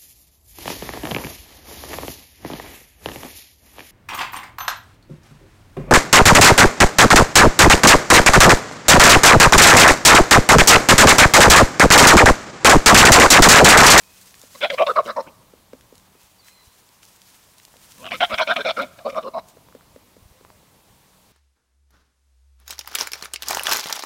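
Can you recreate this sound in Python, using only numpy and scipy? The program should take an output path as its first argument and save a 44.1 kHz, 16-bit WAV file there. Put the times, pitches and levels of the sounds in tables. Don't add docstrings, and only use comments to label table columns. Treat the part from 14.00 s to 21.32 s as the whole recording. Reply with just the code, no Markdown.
import sys
import numpy as np
from scipy import signal
from scipy.fft import rfft, irfft
from scipy.io import wavfile
from scipy.ndimage import uniform_filter1d

SR = 44100
rng = np.random.default_rng(int(sys.argv[2]) if len(sys.argv) > 2 else 0)


def nominal_scale(level):
    x = np.asarray(level, float) / 20
    return 10 ** x


def dump(signal):
    limited = np.clip(np.atleast_2d(signal).T, -1, 1)
    pcm = np.round(limited * 32767).astype(np.int16)
    wavfile.write(sys.argv[1], SR, pcm)


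N = 322812

FOLDS_HZ = 229
ATTACK_S, RELEASE_S, TAIL_S = 0.012, 0.011, 0.019
SHUT_DB = -48


def evened(x):
    return x / np.sqrt(np.mean(x ** 2) + 1e-20)


def smooth_twice(x, size):
    return uniform_filter1d(uniform_filter1d(x, size), size)


def add(mix, s, sound):
    part = mix[round(s * SR):][:len(sound)]
    part += sound[:len(part)]


def read(points, hz):
    f, value = np.transpose(points)
    return np.interp(np.log(hz + 1), np.log(f + 1), value)


def resonate(x, hz, width):
    turn = np.exp(2j * np.pi * np.cumsum(hz * np.ones(len(x))) / SR)
    r = np.exp(-np.pi * width / SR)
    return 2 * (turn * signal.lfilter([1 - r], [1, -r], x / turn + 1e-18)).real


def noise(spectrum, patchy_db):
    frames, hz = N // 128 + 5, np.fft.rfftfreq(512, 1 / SR)
    a, b, patches = rng.standard_normal((frames, 257, 3)).T
    patches = evened(uniform_filter1d(uniform_filter1d(patches, 16, 0), 12, 1))
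    z = (a + 1j * b) * nominal_scale(read(spectrum, hz)[:, None] + patchy_db * patches)
    return evened(signal.istft(z, nperseg=512, noverlap=384)[1][:N])


def background():
    # pitch_hz, level_db [dB per Hz]
    hiss_colour = [(13, -56), (22, -28.5), (87, -5.5), (156, -20), (189, -4), (286, -15.5), (469, -13),
                   (815, -13.5), (988, -9.5), (1410, -18.5), (4140, -19.5), (4760, -20.5), (16000, -24)]
    # pitch_hz, level_db
    hum_lines = [(188.4, -71.5), (495.3, -92.5)]
    # time_s, level_db
    rumble = [(0.0, -68), (0.35, -65.5), (0.79, -63), (1.24, -63.5), (1.34, -62), (2.47, -69), (3.65, -69),
              (4.18, -57.5), (4.47, -64), (4.89, -62), (6.08, -63.5), (6.4, -65.5), (6.56, -63),
              (7.32, -68)]
    hums = sum(nominal_scale(db) * evened(resonate(rng.standard_normal(N), hz, 4.9)) for hz, db in hum_lines)
    air = nominal_scale(-56.5) * noise(hiss_colour, patchy_db=0.97)
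    low = signal.sosfiltfilt(signal.butter(2, 500, fs=SR, output="sos"), air)
    s, db = np.transpose(rumble)
    swell = nominal_scale(np.interp(np.arange(N) / SR, s, db - db[-1]))
    no_subsonic = signal.butter(2, 35, "high", fs=SR, output="sos")
    return signal.sosfilt(no_subsonic, air - low + swell * (low + hums))


def rustle():
    # pitch_hz, level_db [dB per Hz]
    straw_colour = [(710, -50), (1200, -8.5), (1310, -2.5), (1750, -3.5), (2530, -3.5), (3400, -3),
                    (6370, -0.5), (16000, -7)]
    # peak_s, level_db, rise_s [over 20 dB], fall_s [over 20 dB]
    steps = [(0.189, -52, 0.85, 0.86), (.59, -49.5, 0.31, 0.065), (.9, -47, 0.8, 0.34),
             (1.076, -50, 0.11, 0.086), (1.236, -59.5, 0.25, 0.19), (1.96, -64.5, 0.19, 0.46),
             (2.21, -57, 0.049, 0.38), (2.48, -52.5, 0.071, 0.11), (2.66, -61, 0.18, 1.3),
             (3.03, -53.5, 0.022, 0.3), (3.28, -54, 0.2, 0.72), (3.61, -60.5, 0.13, 0.35),
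             (3.869, -50.5, 0.23, 0.44), (4.0, -50, .08, 0.16), (4.17, -49, 0.15, 1),
             (4.42, -51.5, .3, 0.89), (4.82, -46.5, 0.08, 0.043), (4.95, -60, 0.042, .06),
             (5.1, -56, 0.19, 0.27), (5.488, -55.5, 0.03, 0.069)]
    cracks = nominal_scale(8.2 * np.minimum(rng.exponential(1, N), 5))
    cracks = cracks * (rng.random(N) < 300 / SR)
    grain = 1 + 0.251 * evened(signal.lfilter([1], [1, -0.97], cracks))
    slips = nominal_scale(2.1 * evened(smooth_twice(rng.standard_normal(N), 900)))
    t, power = np.arange(N) / SR, 0
    for s, db, rise, fall in steps:
        fade_db = 20 * np.maximum((s - t) / rise, (t - s) / fall)
        power = power + nominal_scale(2 * (db + 1.5 - fade_db))
    return np.sqrt(power) * evened(grain * slips * noise(straw_colour, patchy_db=0.7))


def birds(mix):
    # time_s, pitch_hz, level_db
    whistles = [
        [(2.38, 4670, -68.5), (2.4, 4580, -54.5), (2.42, 4300, -66)],
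        [(2.405, 4260, -66), (2.46, 3980, -62), (2.54, 4170, -62), (2.6, 4050, -60.5), (2.68, 3990, -65.5),
         (2.76, 4220, -69)],
        [(0.02, 2420, -69.5), (0.03, 2490, -63), (0.192, 2550, -67), (0.2, 2735, -76)],
        [(2.39, 2250, -70.5), (2.42, 2030, -71), (2.52, 2080, -67.5), (2.555, 2060, -75), (2.6, 2030, -61),
         (2.63, 2010, -69)],
        [(2.42, 2470, -70), (2.46, 2450, -68.5), (2.49, 2490, -76), (2.53, 2490, -64.5), (2.55, 2500, -74)],
        [(2.15, 2550, -72), (2.27, 2590, -69.5)],
        [(6.32, 515, -76), (6.356, 514, -59), (6.4, 518, -69.5)],
        [(6.5, 610, -67.5), (6.528, 610, -60), (6.56, 600, -66)],
    ]
    for rows in whistles:
        s, *columns = np.transpose(rows)
        t = np.arange(s[0], s[-1], 1 / SR)
        hz, db = (np.interp(t, s, c) for c in columns)
        add(mix, s[0], whistle(hz, db))


def whistle(hz, db):
    breath = resonate(rng.standard_normal(len(hz)), hz, 0.024 * hz.mean())
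    tone = resonate(breath, hz, 0.04 * hz.mean())
    tone = tone / np.sqrt(abs(uniform_filter1d(tone ** 2, size=900)) + 1e-12)
    return nominal_scale(db) * tone * signal.windows.tukey(len(hz), 0.05)


def snap(db, hz):
    t, f = np.arange(1024) / SR, np.fft.rfftfreq(1024, 1 / SR)
    crack = 0.12 * rng.standard_normal(1024) * nominal_scale(-60 * abs(t - 0.002) / 0.009)
    crack[60] += 1
    octaves_off = np.log2((f + 1) / hz)
    crack = irfft(rfft(crack) * np.exp(-abs(octaves_off / 1.3) ** 1.5))
    return nominal_scale(db) * crack / abs(crack).max()


def bump(db):
    u = (np.arange(2400) / SR - 0.014) / 0.0032
    return -nominal_scale(db + 1.0) * (1 - u ** 2) * np.exp(-0.5 * u ** 2)


def knock(db, hz):
    t = np.arange(3000) / SR - 0.002
    hollow = -np.sin(2 * np.pi * hz * t) * np.exp(-0.5 * ((t - 0.0024) / 0.0016) ** 2)
    thump = np.sin(2 * np.pi * 260 * t) * nominal_scale(-60 * t / 0.066) * np.clip(t / 0.0067, 0, 1)
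    tick = evened(resonate(rng.standard_normal(3000), 890, 850)) * nominal_scale(-60 * abs(t - 0.001) / 0.013)
    echo = nominal_scale(-14) * np.roll(hollow, 720)
    return nominal_scale(db) * (hollow + echo + nominal_scale(-5.0) * thump + nominal_scale(-13.0) * tick)


def bleats():
    # folds_open_s, swell_s, hold_s, opening_effort_db, top_effort_db
    jerks = [(0.553, 0.0074, 0.0039, -45, -43), (0.61, 0.028, 0.032, -43, -15),
             (0.703, 0.044, 0.0032, -27.5, -22.5), (0.781, 0.045, 0.015, -22, -11),
             (.868, 0.013, 0.035, -23, -18), (0.96, 0.03, 0.018, -28.5, -12.5),
             (1.061, 0.041, 0.0098, -35.5, -26.5), (1.166, 0.021, 0.023, -26.5, -22.5),
             (1.27, 0.0034, 0.0085, -47, -41.5), (3.984, 0.091, 0.015, -58, -41),
             (4.113, 0.011, 0.031, -47, -29.5), (4.207, 0.024, 0.02, -28, -12),
             (4.3, 0.046, 0.0099, -39.5, -20.5), (4.383, 0.034, 0.016, -30, -17.5),
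             (4.475, 0.043, 0.017, -31.5, -16), (4.565, 0.043, 0.0063, -26, -32.5),
             (4.649, 0.021, 0.042, -25.5, -21.5), (4.77, 0.026, 0.053, -35.5, -22),
             (4.989, 0.014, 0.011, -36, -46.5), (5.053, 0.013, 0.039, -28, -22),
             (5.123, 0.01, 0.0049, -55, -36), (5.15, 0.036, 0.019, -37, -19.5),
             (5.228, 0.021, 0.037, -49.5, -34.5), (5.34, 0.043, 0.012, -35, -21.5)]
    # throat_hz, mouth_hz, mouth_db, rasp_db, chest_db [all dB over throat]
    shapes = [(540, 1100, -2, -7, -9.5), (600, 1443, -6.5, -3.5, -29), (567, 1180, -14, -13.5, -23),
              (609.5, 1137, -8.5, -12, -41.5), (533, 1186, -1.5, -21, -34.5), (593, 1160, 1, -26, -36),
              (546, 1210, 4.5, -15, -15.5), (556, 954, -2, -28.5, -18.5), (560, 1155, -1.5, -8, -5),
              (589, 1067, -0.5, -5, -6.5), (600, 1180, -0.5, 3.5, -11), (708, 1417, -6.5, -7, -27.5),
              (582, 1300, -4, -4.5, -16), (656, 1474, 0.5, -5.5, -27), (651, 1415, -2, -6.5, -20.5),
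              (604, 1380, 0.5, -6.5, -13), (620, 1360, -8.5, -4, -20.5), (570, 1373, -3, -10.5, -12.5),
              (630, 1370, -10, -16, -21), (595, 1157, -8.5, -21.5, -16.5), (575, 1270, -11, -22, -14),
              (646, 1184, -4.5, -18.5, -22), (485, 1115, -1, -19, -11), (657, 1013, -7.5, -28, -21.5)]
    # throat_glide [share], mouth_glide [share],
    # opening_burst_db, closing_burst_db [both of the rasp], sag_db [while held]
    moves = [(-0.14, 0.005, 10.5, -4, -15.5), (0.28, -0.032, 4.5, -7, -19), (-0.051, -0.22, 19, 8.5, -12.5),
             (0.12, 0.00087, 4.5, 0, -11.5), (-0.1, 0.17, 16.5, 1.5, -6), (-0.036, -0.051, 15.5, 2, -10),
             (0.038, -0.022, 8, 6.5, -8.5), (-0.093, 0.043, 13.5, 16, -7), (-0.12, -0.51, -4, 10.5, -10.5),
             (0.3, 0.11, -10, 25, -15), (-0.32, 0.22, 5.5, -2, -7.5), (0.024, -0.09, 7.5, 4.5, -15.5),
             (0.094, 0.093, 6.5, 3, -18.5), (-0.082, 0.012, 13, -2, -8.5), (0.18, 0.044, 5, -3.5, -13),
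             (-0.25, 0.206, 15, 13, -1.5), (0.096, -0.073, -5.5, 1, 0.5), (0.066, 0.049, 9, -8, -11.5),
             (0.106, -0.3, 7.5, -5, 0), (-0.15, 0.066, -2, 16, -12.5), (-0.18, -0.057, 22, 6, -0.5),
             (-0.0035, 0.046, -8, -4, -19), (0.013, -0.03, 18, 6.5, 0.5), (-0.039, -0.022, 14, 13, -10)]
    # start_s, peak_db
    creaks = [
        (4.043, -27),
        (4.055, -24),
        (4.065, -21),
        (4.074, -25),
        (4.106, -30),
        (4.1106, -23),
    ]
    # start_s, peak_db, ring_hz
    slaps = [(0.6123, -19, 2620), (0.6178, -16, 2650), (0.6318, -10, 3400), (0.7022, -8, 3200),
             (0.742, -16.5, 3770), (0.7844, -10.5, 2430), (0.7894, -13.5, 2360), (0.8690, -15, 3680),
             (0.9665, -22.5, 2130), (1.0545, -32, 3100), (.6446, -6, 2400), (.6536, -8.5, 2606),
             (4.238, -8.5, 3500), (4.513, -12, 1590), (4.1094, -17, 2870), (4.1188, -9.5, 2170),
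             (4.2061, -7, 2940), (4.2096, -3, 2200), (4.2984, -21, 2170), (4.3428, -7, 3420),
             (4.3822, -23, 2300), (4.4052, -18, 2340), (4.474, -14, 2510), (4.5089, -9.5, 3400),
             (4.5623, -9, 2130), (4.6092, -21, 3570), (4.6496, -23, 2310), (4.697, -6, 3400),
             (4.7669, -33, 2400), (4.7728, -21, 2310), (5.0597, -32, 3650), (5.1016, -26, 2390),
             (5.146, -24.5, 2340), (5.2293, -31, 4110), (5.2353, -29, 2860), (5.383, -27, 3850)]
    goat, drive = np.zeros(N), folds()
    for jerk in zip(jerks, shapes, moves):
        add(goat, *syllable(*jerk, drive))
    for s, db in creaks:
        add(goat, s, creak(db))
    for s, db, hz in slaps:
        add(goat, s, slap(db, hz))
    return flare_and_dip(goat)


def folds():
    jitter, shimmer_db, rough, steady_air, edge_db = 0.3, 2, 0.66, 0.6, 2
    wander = evened(uniform_filter1d(rng.standard_normal(N), 260))
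    turns = np.cumsum(FOLDS_HZ * np.exp(jitter * wander)) / SR
    cycle, phase = turns.astype(int), turns % 1
    chance, more_chance = rng.standard_normal((2, N // 40))
    air = rng.standard_normal(N)
    strength = nominal_scale(shimmer_db * chance[cycle])
    slaps = np.diff(cycle, prepend=0) * strength
    puffs = (steady_air + np.exp(-phase / 0.5)) * strength * air
    sharp_air = (0.5 + np.exp(-phase / 0.2)) * air
    edges = nominal_scale(edge_db * more_chance[cycle]) * (0.9 * evened(slaps) + evened(sharp_air))
    return np.array([(1 - rough) * evened(slaps) + rough * evened(puffs), edges])


def effort(swell, hold, opening_db, top_db, sag_db):
    silent_db, leak_db = -76.5, -71.5
    t = np.arange(-ATTACK_S, swell + hold + RELEASE_S + TAIL_S, 1 / SR)
    at = np.cumsum([-ATTACK_S, ATTACK_S, swell, hold, RELEASE_S, TAIL_S])
    stage = np.interp(t, at, np.arange(len(at)))
    bend = np.array([1, 0.72, 1, 1, 1, 1])[stage.astype(int)]
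    end_db = top_db + sag_db
    db = [silent_db, opening_db, top_db, end_db, min(SHUT_DB, end_db), leak_db]
    return t, np.interp(np.floor(stage) + (stage % 1) ** bend, np.arange(len(at)), db)


def ring(x, hz, width, skirt, size=500):
    drifts = smooth_twice(rng.standard_normal((2, SR // 4)), 500)
    bend, flare = (evened(v)[:len(x)] for v in drifts)
    hz = hz * (1 + 0.02 * bend)
    y = resonate(resonate(x, hz, width), hz, skirt)
    return nominal_scale(2 * flare - 0.3) * y / np.sqrt(abs(uniform_filter1d(y ** 2, size=size)) + 1e-12)


def syllable(jerk, shape, move, drive):
    # time_s, low_rasp_hz, high_rasp_hz, high_db [over low], nose_db [over rasp]
    upper_throat = [(0.549, 2000, 3950, 5, -5.5), (.61, 2320, 3350, 1, -25), (.7, 2166, 3350, 0.5, -11),
                    (.79, 2410, 3120, -12, -30), (.87, 2710, 3590, 4.5, -16), (.96, 2150, 3860, -8, -13),
                    (1.05, 2150, 3810, 5.5, -9.5), (1.16, 1830, 4230, -3, -5.5),
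                    (1.27, 2450, 3920, -23.5, -18), (3.98, 2616, 3030, -4, -27),
                    (4.11, 2220, 3500, -10, -19), (4.21, 2070, 3170, 2.5, -23),
                    (4.47, 2370, 3450, -2, -19.5), (4.78, 2260, 3550, -3.5, -15), (5.05, 2330, 3730, 0, -9),
                    (5.15, 2320, 3670, 3, -15), (5.23, 2840, 4120, 0, -11), (5.34, 2110, 4020, 5, -10)]
    mouth_follows, rasp_follows = 0.89, 0.72
    slap_s, mouth_slap = 0.00902, 0.062
    opened, swell, hold, opening_db, top_db = jerk
    throat_hz, mouth_hz, mouth_db, rasp_db, chest_db = shape
    throat_glide, mouth_glide, open_db, close_db, sag_db = move
    t, db = effort(swell, hold, opening_db, top_db, sag_db)
    s, length = opened - ATTACK_S, swell + hold
    along = np.clip(2.57 * (t / length - 0.5), -0.5, 0.5)
    at, *columns = np.transpose(upper_throat)
    low_hz, high_hz, high_db, nose_db = (np.interp(opened, at, c) for c in columns)

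    under_db = db.max() - np.maximum(db, SHUT_DB)
    burst_db = open_db * np.exp(-(t / slap_s) ** 2) + close_db * np.exp(-((t - length) / slap_s) ** 2)
    mouth_db = mouth_db + (1 - mouth_follows) * under_db + mouth_slap * burst_db
    rasp_db = rasp_db + (1 - rasp_follows) * under_db + burst_db
    high_db = high_db + 2 * 2.5 * along
    throat_hz = throat_hz * (1 + throat_glide * along)
    mouth_hz = mouth_hz * (1 + mouth_glide * along)

    x, edge = drive[:, round(s * SR):][:, :len(db)]
    chest_level = nominal_scale(chest_db + db.max() + 0.61 * (db - db.max()))
    chest = chest_level * ring(x, FOLDS_HZ, 90, 78)
    throat = nominal_scale(db) * ring(x, throat_hz, 70, 170, size=420)
    side = nominal_scale(-12.0) * np.clip((mouth_hz - 1010) / 350, 0, 1)
    mouth = ring(x, mouth_hz, 100, 350, size=440) - side * ring(x, 957, 160, 227.0)
    mouth = nominal_scale(db + mouth_db) * mouth
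    low = ring(edge, low_hz, 190, 750, size=400)
    low = low - nominal_scale(-8.0) * ring(edge, 1.287 * low_hz, 200, 500, size=700)
    high = ring(edge, high_hz, 220, 550, size=400)
    high = high - nominal_scale(-8.0) * ring(edge, 1.204 * high_hz, 349.4, 1000, size=700)
    rasp = (low + nominal_scale(high_db) * high) / np.sqrt(2.4 + nominal_scale(2 * high_db))
    rasp += nominal_scale(nose_db) * ring(edge, 5190, 860, 1100, size=400)
    rasp += nominal_scale(-34) * ring(edge, 7500, 3000, 6000, size=900)
    voice = chest + throat - mouth + nominal_scale(db + rasp_db) * rasp
    return s, voice * signal.windows.tukey(len(db), 0.06)


def slap(db, hz):
    t = np.arange(500) / SR
    spike = -np.exp(-0.5 * ((t - 0.0006) / 0.00008) ** 2)
    ringing = resonate(spike, hz, 500) / (1 - np.exp(-np.pi * 500 / SR))
    y = 0.6 * (spike - uniform_filter1d(spike, size=60)) + 0.15 * ringing
    return nominal_scale(db - 4.5) * y / abs(y).max()


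def flare_and_dip(voice):
    # time_s, ring_hz, half_length_s, change_db
    short_bleat = [(0.623, 4180, 0.008, -8), (0.625, 560, 0.0033, -7.5), (0.643, 1420, 0.017, -5),
                   (0.655, 1940, 0.00793, 10), (0.702, 3270, 0.01487, 3.5), (0.707, 5300, 0.015, -15.5),
                   (0.711, 1680, 0.008, 10.5), (0.715, 1160, 0.016, -10.5), (0.742, 4690, 0.008, 8),
                   (0.75, 3400, 0.015, -8), (0.782, 690, 0.008, -11), (0.784, 390, 0.0086, -12),
                   (0.792, 1680, 0.015, 7.5), (0.804, 2760, 0.015, 2.5), (0.829, 390, 0.015, 8.5),
                   (0.832, 730, 0.008, 4.5), (0.836, 2330, 0.015, -4), (0.842, 1210, 0.004, -14),
                   (0.877, 1080, 0.008, -9), (0.879, 2110, 0.015, 9), (0.899, 1250, 0.004, 5.5),
                   (0.964, 4910, 0.0099, -2), (0.968, 4310, 0.015, 16), (1.012, 950, 0.004, -25),
                   (1.056, 390, 0.0044, 13.5), (1.065, 3100, 0.02, 13), (1.067, 1210, 0.02, -18),
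                   (1.112, 1720, 0.015, 11), (1.165, 390, 0.009, -7)]
    # time_s, ring_hz, half_length_s, change_db
    long_bleat = [(4.091, 3320, 0.004, -17), (4.12, 1230, 0.008, -9), (4.152, 3100, 0.008, 6),
                  (4.226, 690, 0.003, -7), (4.233, 2280, 0.0037, -6), (4.237, 745, 0.0065, 5),
                  (4.249, 3530, 0.008, 6.5), (4.319, 3200, 0.014, -9), (4.348, 4800, 0.015, 11),
                  (4.393, 4090, 0.012, -13), (4.405, 2420, 0.0053, 11.5), (4.406, 1010, 0.017, 9),
                  (4.415, 1520, 0.009, -10), (4.429, 4280, 0.008, 14), (4.432, 5880, 0.012, 15),
                  (4.47, 1510, 0.0073, -14), (4.474, 2390, 0.0072, 7.5), (4.476, 3830, 0.0073, 8),
                  (4.52, 695, 0.0021, -7), (4.522, 3700, 0.015, 4.5), (4.522, 4360, 0.0072, -7.5),
                  (4.525, 1680, 0.011, 2), (4.528, 2410, 0.013, -6.5), (4.542, 2970, 0.011, 9),
                  (4.561, 5170, 0.015, -12.5), (4.581, 1420, 0.01, -11), (4.614, 1450, 0.006, 9.5),
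                  (4.614, 2900, 0.008, -6.5), (4.614, 4650, 0.008, -14), (4.65, 3900, 0.019, 13),
                  (4.651, 690, 0.0063, -7), (4.665, 4550, 0.0091, -13), (4.677, 3070, 0.01, -24),
                  (4.709, 390, 0.011, -16), (4.712, 2070, 0.003, -15), (4.701, 3500, 0.0052, 5),
                  (4.772, 1450, 0.02, 11), (4.778, 3770, 0.008, -4), (4.82, 3920, 0.008, 13.5),
                  (4.835, 2370, 0.014, 11.5), (4.838, 1380, 0.015, -15), (4.846, 4310, 0.014, -8),
                  (5.06, 5340, 0.014, -6), (5.066, 4200, 0.011, 16.5), (5.104, 3940, 0.018, -15),
                  (5.14, 4800, 0.025, -20), (5.169, 5380, 0.016, 11), (5.182, 4780, 0.015, -8),
                  (5.339, 1770, 0.006, -15.5), (5.393, 600, 0.0093, -3.5)]
    hz, t, z = signal.stft(voice, SR, nperseg=384, noverlap=320)
    s, ring_hz, half, db = np.transpose(short_bleat + long_bleat)
    across = np.exp(-0.5 * ((hz[:, None] - ring_hz) / (90 + 0.043 * ring_hz)) ** 2)
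    along = np.exp(-0.5 * ((t - s[:, None]) / half[:, None]) ** 2)
    return signal.istft(z * nominal_scale((db * across) @ along), SR, nperseg=384, noverlap=320)[1][:N]


def yard(x):
    # pitch_hz, fade_s [time to fall 60 dB]
    fading = [(250, 0.63), (1000, 0.94), (2500, 0.93), (8000, 0.7)]
    taps = np.zeros(SR)
    at = np.arange(500, SR - 20, 20)
    taps[at + rng.integers(0, 20, len(at))] = rng.choice([-1., 1.], len(at))
    hz, t, z = signal.stft(taps, SR, nperseg=256)
    tail = signal.istft(z * nominal_scale(-60 * t / read(fading, hz)[:, None]), SR, nperseg=256)[1]
    return signal.fftconvolve(x, tail / np.linalg.norm(tail))[:N]


def tap(db, hz):
    t = np.arange(1024) / SR
    y = np.sin(2 * np.pi * hz * t) * nominal_scale(-60 * t / 0.0082)
    y += 0.99 * np.exp(-0.5 * ((t - 0.0003) / 0.00006) ** 2)
    y += 0.03 * rng.standard_normal(1024) * nominal_scale(-60 * t / 0.01)
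    return nominal_scale(db - 5) * y / abs(y).max()


def creak(db):
    # ring_hz, width_hz, level_db
    throat_rings = [(690, 140, -3.5), (1155, 590, -0.5), (2870, 360, 1.5), (3500, 300, -11)]
    puff = rng.standard_normal(600) * np.exp(-np.arange(600) / SR / 0.0022)
    y = np.zeros(600)
    for hz, width, ring_db in throat_rings:
        y += nominal_scale(ring_db) * evened(resonate(resonate(puff, hz, width), hz, 2 * width))
    return nominal_scale(db) * y / abs(y).max()


def scene():
    # start_s, peak_db, centre_hz
    snaps = [(0.0344, -34.5, 2520), (0.3411, -28.5, 2460), (0.3514, -31.5, 5500), (0.394, -32, 5540),
             (0.4149, -23, 5700), (1.8088, -33.5, 3300), (1.9535, -31.5, 4900), (1.9789, -31, 5140),
             (2.4828, -30.5, 2020), (2.6694, -38.5, 4240), (2.8894, -37, 2756), (3.03, -30, 2760),
             (3.0515, -29.5, 5670), (3.2166, -30.5, 3660), (3.5818, -30.5, 5300), (3.5982, -34.5, 2580),
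             (3.7668, -32.5, 3930), (5.4849, -31.5, 6740), (3.6501, -24.5, 4740), (4.5381, -25, 7500),
             (4.69, -27.5, 8000), (4.819, -24.5, 8000)]
    # trough_s, peak_db
    bumps = [
        (0.376, -54.5),
        (2.244, -54.5),
        (2.679, -46.5),
        (4.34, -35),
        (6.228, -47),
        (6.261, -43),
        (6.315, -46),
        (6.56, -50),
        (6.909, -54),
    ]
    # start_s, peak_db, ring_hz
    knocks = [(0.434, -40.5, 540), (1.534, -39, 451), (1.731, -29, 500), (1.923, -39.5, 454),
              (2.149, -46.5, 442), (3.756, -47, 511), (5.568, -40.5, 510), (5.748, -33, 497),
              (5.959, -34.5, 513), (6.164, -42, 474), (6.408, -44.5, 460), (6.628, -49.5, 493)]
    # start_s, peak_db, ring_hz
    taps = [
        (3.68, -36, 800),
        (3.741, -31, 700),
        (5.6865, -31, 990),
        (5.7253, -33.5, 1290),
        (5.8097, -33.5, 1300),
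        (6.4496, -25.5, 1050),
        (6.5026, -27, 945),
    ]
    pen = background() + rustle()
    birds(pen)
    for events, source in ((snaps, snap), (knocks, knock), (taps, tap)):
        for s, db, hz in events:
            add(pen, s, source(db, hz))
    for s, db in bumps:
        add(pen, s - 0.014, bump(db))
    goat = bleats()
    return (goat + nominal_scale(-24.5) * yard(goat) + pen)[None]


def roll_off(x):
    return signal.sosfilt(signal.butter(12, 15890, fs=SR, output="sos"), x)


def record(dry):
    no_bass = signal.butter(2, 90, "high", fs=SR, output="sos")
    soft = dry + signal.sosfilt(no_bass, np.tanh(dry) - dry)
    treble_limit = signal.firwin(1023, 15860, window=("kaiser", 9), fs=SR)
    mix = signal.oaconvolve(soft, treble_limit[None], "same")
    return roll_off(mix)


dry = scene()
out = record(dry)
dump(out)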